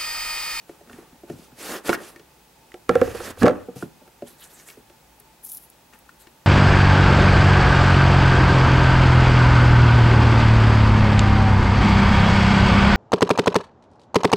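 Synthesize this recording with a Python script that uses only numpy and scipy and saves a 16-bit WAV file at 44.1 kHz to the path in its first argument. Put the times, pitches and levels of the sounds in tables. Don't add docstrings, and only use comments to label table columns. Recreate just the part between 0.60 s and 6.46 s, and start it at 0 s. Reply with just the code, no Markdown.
import sys
import numpy as np
from scipy import signal
from scipy.fft import rfft, irfft, next_fast_len
from scipy.io import wavfile

SR = 44100
rng = np.random.default_rng(int(sys.argv[2]) if len(sys.argv) > 2 else 0)


def waveform_to_disk(signal):
    frames = np.transpose(np.atleast_2d(signal))
    scaled = np.clip(frames, -1, 1) * 32767
    samples = np.round(scaled).astype(np.int16)
    wavfile.write(sys.argv[1], SR, samples)


N = 258426
GAIN_STEP = 32


def from_db(db):
    return 10 ** (np.asarray(db) / 20)


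def rms_one(x):
    return x / np.sqrt(np.mean(x ** 2) + 1e-20)


def coloured(x, points):
    size = next_fast_len(N)
    hz = np.maximum(np.arange(size // 2 + 1) * SR / size, 1)
    point_hz, point_db = np.transpose(points)
    gain = from_db(np.interp(np.log(hz), np.log(point_hz), point_db))
    return rms_one(irfft(rfft(x, size) * gain, size)[..., :N])


def panned(x, pan_db):
    return np.array([x * from_db(pan_db / 2), x * from_db(-pan_db / 2)])


def ring(clicks, hz, t60):
    r = from_db(-60 / (t60 * SR))
    w = 2 * np.pi * hz / SR
    return signal.lfilter([0, np.sin(w)], [1, -2 * r * np.cos(w), r * r], clicks + 1e-18)


def drift(rate_hz):
    r = np.exp(-2 * np.pi * rate_hz / SR)
    noise = rng.standard_normal(N + SR)
    return rms_one(signal.lfilter([1], [1, -2 * r, r * r], noise)[SR:])


def grains(per_s, spread_db, lumps_db):
    size_db = spread_db * np.minimum(rng.exponential(1, N), 4) + lumps_db * drift(56.0)
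    signs = rng.choice([-1, 1], N)
    return from_db(size_db) * signs * (rng.random(N) < per_s / SR)


def wide(spectrum, per_s, spread_db, lumps_db, side_db):
    mid = coloured(grains(per_s, spread_db, lumps_db), spectrum)
    side = from_db(side_db) * coloured(grains(per_s, spread_db, lumps_db), spectrum)
    return np.array([mid + side, mid - side])


def patchy(x, patch_db):
    edges = np.geomspace(2000, 17000, 8)
    total = 0
    for k, pair in enumerate(zip(edges, edges[1:])):
        band = signal.sosfilt(signal.butter(2, pair, "band", fs=SR, output="sos"), x)
        total = total + band * from_db(patch_db * drift(16.9)) * (-1) ** k
    return rms_one(total)


def strokes(rows, level_db, lingers=1):
    at, rise, hold, fall = np.transpose(rows)[:4, :, None]
    t = np.arange(0, N + GAIN_STEP, GAIN_STEP) / SR
    before = np.maximum(at - t, 0) / rise
    after = np.maximum(t - at - hold, 0) / (fall * lingers)
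    down = before ** 2 + after
    return from_db(np.asarray(level_db)[:, None] - 20 * np.minimum(down, 9))


def summed(gains):
    total = np.sqrt(np.sum(gains ** 2, axis=0))
    return np.interp(np.arange(N) / GAIN_STEP, np.arange(gains.shape[1]), total)


def crack(noise, crack_hz, crack_s):
    n = np.arange(len(noise))
    burst = noise * (np.exp(-n / (crack_s * SR)) + 0.035 * np.exp(-n / (0.004 * SR)))
    edges = [crack_hz / 2.3, crack_hz * 1.52]
    burst = signal.sosfilt(signal.butter(1, edges, "band", fs=SR, output="sos"), burst)
    return signal.lfilter(*signal.butter(1, crack_hz * 3.42, fs=SR), burst)


def struck(events, modes, spread_db, rise_cycles, top_db, crack_hz, crack_s, lead_s, hollow):
    s, peak_db, thud_db, hollow_db, edge_db, crack_db, pan_db = np.transpose(events)
    at = np.round(s * SR).astype(int)
    luck = rng.standard_normal((len(s), len(modes)))
    out, sides = np.zeros((2, N)), panned(np.ones(len(s)), pan_db)
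    for k, (hz, level_db, t60) in enumerate(modes):
        if hz > 1750:
            region_db = crack_db - peak_db + top_db
        elif hz > 900:
            region_db = edge_db
        elif hz < 295:
            region_db = thud_db
        elif hollow[0] < hz < hollow[1]:
            region_db = hollow_db
        else:
            region_db = 0
        blow_db = peak_db + region_db + level_db + spread_db * luck[:, k]
        clicks = np.zeros((2, N))
        clicks[:, at] = sides * from_db(blow_db) * (-1) ** k
        swell_t60 = np.log(1000) * rise_cycles / hz
        out += ring(ring(clicks, hz, t60), hz, swell_t60) * 2 * hz / (rise_cycles * SR)
    start = at - round(lead_s * SR)
    length = SR // 25
    for i, noise in enumerate(rng.standard_normal((len(s), length))):
        burst = crack(noise, crack_hz, crack_s)
        out[:, start[i]:start[i] + length] += np.outer(sides[:, i], burst) * from_db(crack_db[i])
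    return out


def quiet_room():
    # f/Hz, likeness (1 = the same)
    likeness = [(60, 1), (180, 0.96), (550, 0.58), (1650, 0.51), (4970, 0.33), (15000, 0.98)]
    # f/Hz, level/dB
    quiet_colour = [(12, -41), (20, -28.5), (60, 0), (81, -12), (147, -6), (403, -10), (438, -11),
                    (548, -9.5), (596, -13), (883, -7.5), (1020, -14), (1640, -17), (16400, -26)]
    # f/Hz, width/Hz, level/dB
    whines = [(881.5, 15, -67.5), (2542, 36.8, -74.5), (15734, 6, -75)]
    size = next_fast_len(N)
    hz, alike = np.transpose(likeness)
    bin_hz = np.arange(1, size // 2 + 2) * SR / size
    alike = np.interp(np.log(bin_hz), np.log(hz), np.clip(alike, -1, 1))
    noise = rfft(rng.standard_normal((2, N)), size)
    mid, side = irfft(noise * np.sqrt([1 + alike, 1 - alike]), size)[:, :N]
    out = from_db(-54.5) * coloured(np.array([mid + side, mid - side]), quiet_colour)
    for hz, width_hz, level_db in whines:
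        t60 = np.log(1000) / np.pi / width_hz
        out += from_db(level_db) * rms_one(ring(rng.standard_normal(N), hz, t60))
    return out


def rubbing():
    # full at t/s, rise/s, hold/s, fall/s, drumming of the panels/dB, scrape/dB, hiss/dB,
    # left-right difference/dB
    rubs = [(0.09, 0.018, .021, .21, -56, -68, -62, 0),
            (0.315, 0.047, 0.085, 0.12, -52.5, -59.5, -59, -0.5),
            (0.694, .021, 0.016, 0.1, -50, -61, -53.5, -1),
            (0.802, 0.073, 0.049, 0.072, -58, -72, -57, -1.5),
            (1.03, 0.066, 0.034, .06, -40, -45.5, -39.5, -1),
            (1.111, 0.088, 0.057, 0.034, -36, -39, -35.5, -0.8),
            (1.272, 0.033, 0.033, 0.048, -33, -36, -35.5, -0.5),
            (1.331, 0.015, 0.015, 0.014, -33, -31, -34.5, -2.5),
            (1.36, 0.023, .021, 0.12, -41.5, -45, -55, 0), (1.459, .09, 0.034, 0.052, -52, -59.5, -47, -2),
            (2.296, 0.012, 0.15, 0.096, -44, -42.5, -54.5, -2.5),
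            (2.464, 0.093, 0.056, .04, -41, -46.5, -46.5, -2),
            (2.562, 0.035, 0.037, 0.13, -42, -44, -43.5, -2.5),
            (2.66, 0.058, 0.051, 0.022, -39, -41.5, -42, -2.5),
            (2.816, 0.043, 0.013, .015, -42, -48.5, -40, -2.5),
            (2.825, .015, 0.047, 0.057, -24, -34.5, -50, -4),
            (2.96, 0.05, 0.031, 0.13, -46.5, -53.5, -66, 1.5),
            (3.164, .011, 0.069, 0.048, -54, -60, -48.5, -0.5),
            (3.67, 0.013, 0.0096, .11, -57, -58.5, -49.5, -2),
            (3.829, 0.057, 0.0094, .08, -62, -55.5, -46.5, -1),
            (3.953, 0.099, 0.065, 0.093, -60, -60, -52.5, -1),
            (4.082, 0.038, .03, 0.069, -63, -56, -47, -0.5), (5.332, .011, 0.013, .04, -64, -55, -61, 4),
            (5.612, 0.028, 0.014, .05, -73, -63, -55.5, 5)]
    # f/Hz, level/dB
    drum_colour = [(18, -53.5), (30, -40.5), (82, -21), (152, -23), (185, -9), (395, -4.5), (468, -5.5),
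                   (637, -9), (982, -16), (1200, -11.5), (1560, -20.5), (2640, -120)]
    # f/Hz, level/dB
    scrape_colour = [(470, -14), (800, -9.5), (1360, -1), (1870, 1), (2120, -8), (2630, -7), (5000, -27.5),
                     (6500, -23), (11000, -120)]
    # f/Hz, level/dB
    board_colour = [(2350, -3.5), (4000, -5.5), (4350, -5.5), (5100, -5.5), (5880, -6.5), (10800, -6),
                    (15500, -14.5)]
    # f/Hz, level/dB
    palm_colour = [(2350, -11), (4000, -5), (4380, -7.5), (5280, -10.5), (5780, -7), (6510, -5.5),
                   (8030, -1), (9410, -4), (11900, -4), (15500, -14)]
    palm_from_s = 3.6
    drum_lingers, scrape_lingers = 1.88, 1.6

    drum_db, scrape_db, hiss_db, pan_db = np.transpose(rubs)[4:]
    drum = wide(drum_colour, 4700, spread_db=3.0, lumps_db=2.0, side_db=-27.5)
    scrape = wide(scrape_colour, 9000, spread_db=2.5, lumps_db=1.0, side_db=-14.5)
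    board = wide(board_colour, 15000, spread_db=2.0, lumps_db=1.0, side_db=-10.5)
    palm = wide(palm_colour, 8700, spread_db=4.0, lumps_db=0.0, side_db=-14)
    board, palm = patchy(board, patch_db=2.04), patchy(palm, patch_db=4.5)
    hiss = np.where(np.arange(N) < palm_from_s * SR, board, palm)
    out = np.zeros((2, N))
    for level_db, lingers, sound in [(drum_db, drum_lingers, drum), (scrape_db, scrape_lingers, scrape),
                                     (hiss_db, 1, hiss)]:
        left = summed(strokes(rubs, level_db + pan_db / 2, lingers))
        right = summed(strokes(rubs, level_db - pan_db / 2, lingers))
        out += sound * np.array([left, right])
    return out


def box_taps():
    # t/s, strength/dB, then thud/dB and edge/dB relative to the strength, crack/dB,
    # left-right difference/dB
    touches = [(0.094, -35, -22.5, -16, -42.5, 0.5), (0.21, -45.5, -21, -20, -56, 0),
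               (0.274, -48, -13, -7, -52, 1), (0.297, -40, -13, -6, -43, -1),
               (0.331, -45, -4.5, -12, -39, -1), (0.384, -38, -17, -27, -52, 0),
               (0.428, -46, -13, -24, -54, 1), (0.522, -58.5, 4.5, -5, -57, 0),
               (0.634, -38, -16, -17, -57, -0.5), (0.699, -21, -15, -19.5, -39, 0.8),
               (0.729, -48, 3, -10, -57, 1), (0.787, -42.5, -8, -16, -52, -1),
               (0.919, -48, -1.5, -10, -54, 0), (1.256, -48, 2, 5, -37, -1.5), (1.284, -27, -9, -2, -33, 3),
               (1.293, -10, -24, -6.5, -17, -5), (1.301, -17.5, -32, -6, -23, 5),
               (1.33, -28, -26, 8, -25, -4), (1.349, -30, -19, -1, -22.5, 4),
               (1.401, -35.5, -21, -13, -43, -4), (1.561, -47, -21, -3, -37.5, 2),
               (1.596, -47, -12, -4, -41, 0), (3.225, -19, -11.5, -9.5, -41, -2),
               (3.622, -27.5, -8, -15, -45, 0), (3.998, -60, -5, 3, -43.5, 0),
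               (4.087, -52, -21, -1, -36, -3), (4.101, -70, -21, -9, -34, 1.5),
               (4.172, -40, -12, -21, -59, -2), (4.299, -52, -22, -11, -43.5, 0),
               (4.604, -55, -3, 2, -49, 3), (5.335, -56.5, -4, 0, -40, 4), (5.492, -62, -5, 13, -43.5, 5),
               (5.671, -51, -14, 1.5, -42, 6)]
    # f/Hz, level/dB, time to die by 60 dB/s
    box_modes = [(91, -8.5, 0.19), (130, -8.5, 0.24), (158.2, -4, 0.25), (195.4, -4.5, 0.16),
                 (240.2, 1.5, 0.18), (277.4, 1, 0.12), (342.3, 4, 0.082), (422, 3, 0.084),
                 (565, -3.5, 0.048), (570.6, -7, 0.077), (695, -7, 0.043), (910, -22, 0.1),
                 (1020, -10.5, 0.066), (1428, 1.5, 0.022), (1830, -13.5, 0.059), (2230, -14.5, 0.044),
                 (2764, -14.5, 0.035)]
    touches = np.insert(np.array(touches), 3, -8, axis=1)
    return struck(touches, box_modes, spread_db=4.5, rise_cycles=0.35, top_db=1, crack_hz=3040,
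                  crack_s=0.0053, lead_s=0.0009, hollow=(320, 460))


def lid_knocks():
    # t/s, strength/dB, then thud/dB, hollow/dB and edge/dB relative to the strength, crack/dB,
    # left-right difference/dB
    knocks = [(2.119, -72, -25, -8, -10, -37, -3), (2.142, -31, -29, -9.5, -13, -31.5, -2),
              (2.293, -8, -16, -8.5, -3.5, -13, -4.5), (2.31, -20, -17, -28.5, -20.5, -33.5, -3.5),
              (2.354, -11.5, -21, -0.5, -4.5, -16.5, -4), (2.415, -10.5, -18.5, 0, -7, -18.5, -4.5),
              (2.477, -29, -10.5, 1, -12, -40, 1.5), (2.548, -33, -32.5, 1.5, -8, -34, -5.5),
              (2.603, -29, -27, 2, -5, -37, -3.5), (2.773, -37.5, -29.5, -3.5, -8.5, -47.5, -1),
              (2.815, -26.5, 6.5, -12.5, -21, -34, -4), (2.822, -20.5, -20, -24, 0, -38, -3.5),
              (2.832, -10.5, -3, -7.5, -9, -12.5, -4.5), (2.841, -3.5, -12, -10.5, -21.5, -35, 1.5),
              (2.857, -10.5, -32.5, -9, -9.5, -17.5, -7), (2.864, -18, -28, -2, -1, -16.5, 2),
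              (2.871, -2.5, -39, -20, -18.5, -28, -4.5), (2.881, -13.5, -40, -4, -1.5, -15.5, -4.5),
              (2.895, -23.5, -32, 6.5, -12, -29, -2), (2.909, -21, -5, -10, -7, -33, -1.5),
              (3.085, -35, -6, 0.5, -21, -60, -2.5), (3.16, -36.5, -2, -8, -19, -45, 2),
              (3.417, -44.5, -9.5, -4, -19, -60, 0), (3.477, -42.5, -25, -17, -8.5, -44.5, 0)]
    # f/Hz, level/dB, time to die by 60 dB/s
    lid_modes = [(55.9, -25, 0.22), (95, -12, 0.12), (131.3, -4.5, 0.19), (185.3, -0.5, 0.19),
                 (256.7, 6, 0.1), (294.9, -3.5, 0.18), (355, -6.5, 0.069), (477.7, 4.5, 0.097),
                 (524.4, -0.5, 0.1), (601, -11, 0.071), (661, -22.5, 0.14), (740.7, -10, 0.087),
                 (839, -17.5, 0.0684), (1123, 1, 0.016), (1351, -2.5, 0.047), (1560, -3.5, 0.0261),
                 (1703, -8, 0.031), (1980, -8, 0.016), (2314, -12.5, 0.0168), (2822, -17.5, 0.0159)]
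    return struck(knocks, lid_modes, spread_db=4.0, rise_cycles=0.15, top_db=-1.0, crack_hz=2770,
                  crack_s=0.0027, lead_s=0.00067, hollow=(430, 570))


def lid_shudder():
    # full at t/s, rise/s, hold/s, fall/s, level/dB
    shudders = [(2.301, 0.02, 0.18, 0.33, -38), (2.82, .04, 0.021, 0.205, -36)]
    # f/Hz, level/dB
    seat_colour = [(20, -8), (50, -3.5), (95, 9.5), (140, -6.5), (300, -47.5)]
    gain = summed(strokes(shudders, np.transpose(shudders)[4]))
    return gain * coloured(rng.standard_normal(N), seat_colour)


def sleeve():
    # full at t/s, rise/s, hold/s, fall/s, level/dB
    brushes = [(4.849, .021, .132, .015, -39.5), (4.998, .011, 0.052, .03, -50.5)]
    # start t/s, level at the top of the lump/dB
    snags = [(3.476, -54), (4.598, -43.5), (4.846, -42), (4.895, -38.5), (4.917, -35), (4.947, -36.5),
             (4.971, -40.5), (5.099, -51), (5.388, -54), (5.617, -59)]
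    # f/Hz, level/dB
    cloth_colour = [(2060, -40), (3500, -23.5), (4810, -23), (5720, -16.5), (6250, -17.5), (8160, -13),
                    (10500, -2.5), (11700, -2.5), (15500, -9.5)]
    snag_s = 0.0023
    gain = summed(strokes(brushes, np.transpose(brushes)[4]))
    for s, peak_db in snags:
        late = np.maximum(np.arange(N) / SR - s, 0) / snag_s
        gain = gain + from_db(peak_db) * late * np.exp(1 - late)
    cloth = wide(cloth_colour, 15000, spread_db=4.0, lumps_db=2.0, side_db=-12.5)
    return gain * patchy(cloth, patch_db=2.5) * panned(np.ones(1), 2)


def room(x):
    t60_s, wall_cut_hz = 0.4, 2380
    size = next_fast_len(N + SR)
    bins = np.arange(size // 2 + 1)
    one_sample = np.exp(-2j * np.pi * bins / size)
    dull = np.exp(-2 * np.pi * wall_cut_hz / SR)
    wall = (1 - dull) / (1 - dull * one_sample)
    tails = np.zeros((2, len(bins)), complex)
    lags = (rng.uniform(.008, .03, 16) * SR).astype(int)
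    for k, lag in enumerate(lags):
        loop = from_db(-60 * lag / SR / t60_s) * wall * np.exp(-2j * np.pi * bins * lag / size)
        tails[k % 2] += loop / (1 - loop) * (-1) ** (k // 2)
    return irfft(rfft(x, size) * tails, size)[:, :N]


def scene():
    near = rubbing() + box_taps() + lid_knocks() + lid_shudder() + sleeve()
    echo = from_db(-23.5) * room(near.mean(axis=0))
    return near + echo + quiet_room()


def record(dry):
    rounded = .95 * np.tanh(dry / .95)
    return signal.sosfilt(signal.ellip(14, .5, 70, 15800, fs=SR, output="sos"), rounded)


dry = scene()
out = record(dry)
waveform_to_disk(out)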